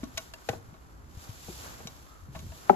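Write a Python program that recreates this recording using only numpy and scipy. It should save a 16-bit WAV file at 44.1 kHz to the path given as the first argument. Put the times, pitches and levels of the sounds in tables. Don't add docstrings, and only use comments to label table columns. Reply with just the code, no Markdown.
import sys
import numpy as np
from scipy import signal
from scipy.fft import rfft, irfft, next_fast_len
from scipy.io import wavfile
from scipy.ndimage import uniform_filter1d, minimum_filter1d

SR = 44100
rng = np.random.default_rng(int(sys.argv[2]) if len(sys.argv) > 2 else 0)


def waveform_to_disk(signal):
    frames = np.transpose(np.atleast_2d(signal))
    scaled = np.clip(frames, -1, 1) * 32767
    samples = np.round(scaled).astype(np.int16)
    wavfile.write(sys.argv[1], SR, samples)


N = 121275
T = np.arange(N) / SR

# (frequency [Hz], level [dB])
CRACK_SPECTRUM = [(200, -31), (600, 5.5), (1500, 12), (3500, 11), (7000, 4.5), (12000, -5.5), (15000, -22)]
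# (frequency [Hz], level [dB])
THUD_SPECTRUM = [(80, -3), (200, 9), (450, 10), (900, 3.5), (1500, 2), (2300, -9), (3500, -27),
                 (12000, -30)]
LAG_S = 0.00011


def amp(db):
    return 10 ** (np.asarray(db) / 20)


def curve(rows):
    return amp(np.interp(T, *np.array(rows).T))


def colour(x, points):
    hz, db = np.array(points).T
    size = next_fast_len(N + SR // 10, True)
    f = np.maximum(np.fft.rfftfreq(size, 1 / SR), 1)
    gain = amp(np.interp(np.log(f), np.log(hz), db))
    return irfft(rfft(x, size) * gain, size)[..., :N]


def tilt(x, corner_hz, db_per_octave):
    return colour(x, [(corner_hz, 0), (corner_hz * 2 ** 3, 3 * db_per_octave)])


def delay(x, s):
    k = int(np.clip(round(s * SR), 0, N - 1))
    return np.concatenate([np.zeros_like(x[..., :k]), x[..., :N - k]], axis=-1)


def place(x, pan_db, lag_s):
    return np.array([x * amp(pan_db / 2), delay(x, lag_s) * amp(-pan_db / 2)])


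def noise(points, shared, pan_db=0, lag_s=0):
    w = rng.standard_normal((3, N))
    common = np.sqrt(shared) * place(w[0], pan_db, lag_s)
    separate = np.sqrt(1 - shared) * w[1:]
    x = colour(common + separate, points)
    return x / np.std(x)


def fade(t, t60):
    return np.exp(-np.log(1000) * t / t60)


def ring(hz, t60, rise_s):
    t = T[:N // 4]
    y = np.sin(2 * np.pi * hz * t) * (1 - np.exp(-t / rise_s)) * fade(t, t60)
    return np.pad(y, (0, N - len(t)))


def burst(decay_s):
    rise_s = 0.0029
    return (1 - np.exp(-T / rise_s)) * np.exp(-np.minimum(T / decay_s, 20))


def blows(events, modes, pan_db, crack_db, thud_db):
    rise_s, thud_decay_s = 0.0046, 0.026
    body = 0
    for k, (hz, db, t60) in enumerate(modes):
        sign = (-1) ** k
        body = body + sign * amp(db) * ring(hz, t60, rise_s)
    body = place(body, pan_db, LAG_S)
    crack = amp(crack_db) * noise(CRACK_SPECTRUM, shared=0.48, lag_s=LAG_S)
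    thud = amp(thud_db) * noise(THUD_SPECTRUM, shared=0.38, pan_db=pan_db, lag_s=LAG_S)
    out = 0
    for s, db, brightness, scuff_s in events:
        hit = delay(body, s)
        hit = hit + thud * delay(burst(thud_decay_s), s)
        hit = hit + crack * delay(burst(scuff_s), s)
        out = out + amp(db) * tilt(hit, 700, brightness)
    return out


def edge_sounds(events, modes):
    return blows(events, modes, pan_db=2.5, crack_db=18.0, thud_db=-12.5)


def edge_clacks():
    # (frequency [Hz], level [dB], time to fall 60 dB [s])
    board_modes = [(655, 8.5, 0.057), (1110, 7.5, 0.082), (1466, 3, 0.066), (1890, -6, 0.048),
                   (2236, 6, 0.041), (2484, 9.5, 0.021), (2860, -0.5, 0.064), (3060, 5, 0.018),
                   (3890, 9, 0.053), (4200, -14, 0.024), (5830, 2, 0.053), (6830, 4.5, 0.028)]
    # (time [s], level [dB], brightness [dB per octave], decay of the scuffing noise [s])
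    clacks = [(.031, -43.5, -6.5, 0.0042), (.038, -74.5, 8.5, 0.0029), (.173, -44, 2.5, 0.0021),
              (.1762, -39.5, 2.5, 0.0032), (.7395, -56, -3.5, 0.00071), (1.8712, -59.5, 7, 0.0021),
              (2.356, -45.5, -3, 0.0017), (2.3905, -59.5, 3, 0.0021)]
    return edge_sounds(clacks, board_modes)


def slat_taps():
    # (frequency [Hz], level [dB], time to fall 60 dB [s])
    slat_modes = [(647, 8, 0.064), (949, 4.5, 0.063), (1715, 13.5, 0.028), (2720, 10.5, 0.041),
                  (4750, 0, 0.059), (7700, 4, .02)]
    # (time [s], level [dB], brightness [dB per octave], decay of the scuffing noise [s])
    taps = [(.3365, -49, 2, 0.0026), (2.3485, -43.5, -8.5, 0.011), (2.5188, -48.5, -5, 0.0028)]
    return edge_sounds(taps, slat_modes)


def board_landings():
    # (frequency [Hz], level [dB], time to fall 60 dB [s])
    lying_modes = [(476, 0, 0.056), (641, -1, 0.028), (773, -0.5, 0.036), (837, -7, 0.033),
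                   (1519, -11.5, 0.061), (1980, -14.5, 0.03), (2530, -2.5, 0.025), (3060, -15, 0.021),
                   (3810, -9, 0.017)]
    # (time [s], level [dB], brightness [dB per octave], decay of the scuffing noise [s])
    landings = [(.4875, -16.5, -2, 0.0046), (.5308, -28, -4, 0.0027), (1.482, -35.5, -4, 0.0015),
                (1.801, -38.5, -8, 0.014), (1.869, -40.5, -2, 0.0024)]
    return blows(landings, lying_modes, pan_db=5.5, crack_db=0.5, thud_db=-17.0)


def heavy_knock():
    # (frequency [Hz], level [dB], time to fall 60 dB [s], left minus right [dB])
    plank_modes = [(185, -12.5, 0.076, 2.5), (244, -7, 0.04, 5), (385, -7.5, 0.059, 13.5),
                   (566, -7, 0.022, -12), (660, -5.5, 0.017, 30), (775, -1, 0.02, 6.5), (817, 1, 0.028, 16),
                   (1325, -14, 0.034, 9), (1470, -21.5, 0.023, -6), (2190, -24, 0.013, 5),
                   (3300, -51, 0.018, 2)]
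    # (time [s], level [dB], brightness [dB per octave])
    knocks = [(2.692, -3, 2), (2.7253, -20.5, -7)]
    bending_s = 0.0042
    build_cycles, lag_cycles = 0.9, 0.16
    body = 0
    for hz, db, t60, pan_db in plank_modes:
        mode = place(ring(hz, t60, build_cycles / hz), pan_db, lag_cycles / hz)
        body = body + amp(db) * delay(mode, bending_s * np.sqrt(1000 / hz))
    thud = amp(-17.5) * noise(THUD_SPECTRUM, shared=0.23, pan_db=-7, lag_s=0.00026)
    crack = amp(-40.5) * noise(CRACK_SPECTRUM, shared=0)
    hit = body + delay((thud + crack) * burst(decay_s=0.0067), bending_s)
    return sum(amp(db) * tilt(delay(hit, s), 400, brightness) for s, db, brightness in knocks)


def bumps():
    # (time [s], level [dB], pitch [Hz], time to fall 60 dB [s])
    pushes = [(0.033, -19.5, 256.4, 0.04), (0.149, -32.5, 73, 0.059), (0.498, -22.5, 115, 0.071),
              (0.534, -35.5, 330, 0.063), (0.562, -39, 94, 0.23), (0.686, -34, 87, 0.053),
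              (0.726, -36.5, 170, 0.041), (1.171, -29.5, 82, 0.065), (1.292, -26.5, 106, 0.077),
              (1.482, -39, 70, 0.08), (1.488, -27, 175, 0.031), (1.497, -34.5, 354, 0.069),
              (1.854, -21.5, 171, 0.018), (2.226, -39.5, 78, 0.43), (2.287, -33, 133, 0.085),
              (2.358, -34, 76, 0.12), (2.361, -33, 161, 0.041), (2.398, -45, 109, 0.12),
              (2.465, -33.5, 114, 0.083), (2.492, -33.5, 76, 0.15)]
    x = sum(amp(db) * delay(ring(hz, t60, rise_s=0.0018), s) for s, db, hz, t60 in pushes)
    return place(x, 3, LAG_S)


def grain(size, depth_db):
    w = uniform_filter1d(uniform_filter1d(rng.standard_normal(N), size), size)
    return amp(depth_db * w / np.std(w))


def sleeve_swish():
    # (frequency [Hz], level [dB])
    fabric_spectrum = [(200, 4), (1100, 5.5), (2000, 1.5), (3200, 4.5), (5600, 4.5), (6800, 6), (9000, 2.5),
                       (12000, -2), (14000, -8), (15000, -43)]
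    # (time [s], level [dB])
    swish_level = [(0, -57.5), (.11, -59), (.21, -51), (.32, -60), (.43, -58.5), (.53, -50.5), (.6, -63),
                   (1.05, -67), (1.22, -52.5), (1.38, -52.5), (1.5, -47), (1.65, -46.5), (1.8, -53),
                   (2.0, -57.5), (2.31, -65), (2.36, -52.5), (2.45, -57), (2.55, -53)]
    fabric = noise(fabric_spectrum, shared=0.27, lag_s=.00028)
    return fabric * curve(swish_level) * grain(size=200, depth_db=0.98)


def sliding_board():
    # (frequency [Hz], level [dB])
    slide_spectrum = [(100, 4), (350, 8.5), (1400, 9.5), (3000, -8.5), (6000, -46), (14000, -64)]
    # (time [s], level [dB])
    slide_level = [(0, -56.5), (1.1, -60.5), (1.25, -55), (1.55, -62.5), (1.65, -46.5), (1.76, -53.5),
                   (1.83, -53.5), (1.95, -57.5), (2.4, -61), (2.54, -59.5), (2.75, -44)]
    wood = noise(slide_spectrum, shared=0.39, pan_db=1.5, lag_s=0.00035)
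    return wood * curve(slide_level) * grain(size=150, depth_db=1.5)


def chafe():
    middle_s, half_s, hz = 2.14, .08, 1245
    band = [(hz / 2, -45), (hz * .86, -14), (hz, 0), (hz * 1.16, -14), (hz * 2, -45)]
    swell = np.exp(-((T - middle_s) / half_s) ** 2)
    return amp(-59) * swell * noise(band, shared=0.57, lag_s=LAG_S)


def deck_rumble():
    # (frequency [Hz], level [dB])
    rumble_spectrum = [(20, -39), (55, 5), (95, 0.5), (170, -6.5), (350, -16), (700, -33), (2000, -74)]
    # (time [s], level [dB])
    rumble_level = [(0, -47.5), (.42, -62), (.56, -49.5), (.82, -56), (.95, -51), (1.4, -55), (1.65, -48),
                    (1.95, -52.5), (2.15, -59), (2.45, -42.5), (2.6, -56)]
    return noise(rumble_spectrum, shared=0.85) * curve(rumble_level)


def surroundings(x, echo_db):
    # (frequency [Hz], level [dB])
    echo_spectrum = [(60, -6), (300, 7), (1500, -2.5), (5000, -28), (14000, 4)]
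    tail = noise(echo_spectrum, shared=0.033) * fade(T, 0.26) * (1 - np.exp(-T / 0.0015))
    tail = tail / np.sqrt(np.sum(tail ** 2) / 2)
    return x + amp(echo_db) * signal.fftconvolve(x, tail, axes=1)[:, :N]


def garden():
    # (frequency [Hz], level [dB])
    garden_spectrum = [(25, 9), (60, 22.5), (150, -5.5), (300, 8.5), (550, -4), (1150, -0.5), (2000, -49),
                       (7000, -44), (14000, -58)]
    return amp(-56.5) * noise(garden_spectrum, shared=0.068)


def scene():
    wood = edge_clacks() + slat_taps() + board_landings() + bumps()
    struck = surroundings(wood, echo_db=-12.5) + surroundings(heavy_knock(), echo_db=-19.5)
    handling = sleeve_swish() + sliding_board() + chafe() + deck_rumble()
    return struck + handling + garden()


def record(dry):
    # (frequency [Hz], level [dB])
    shared_response = [(30, -1), (7600, 0), (8300, -7.5), (8800, -44), (9400, -25), (10000, -3),
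                       (11000, 2.5), (15000, 7.5)]
    mid = colour((dry[0] + dry[1]) / 2, shared_response)
    side = (dry[0] - dry[1]) / 2
    x = np.array([mid + side, mid - side])
    gain = np.minimum(1, .95 / (np.abs(x) + 1e-9))
    x = x * uniform_filter1d(minimum_filter1d(gain, size=131), size=131)
    top_cut = signal.ellip(8, .2, 80, 14700, fs=SR, output="sos")
    return signal.sosfilt(top_cut, x)


dry = scene()
out = record(dry)
waveform_to_disk(out)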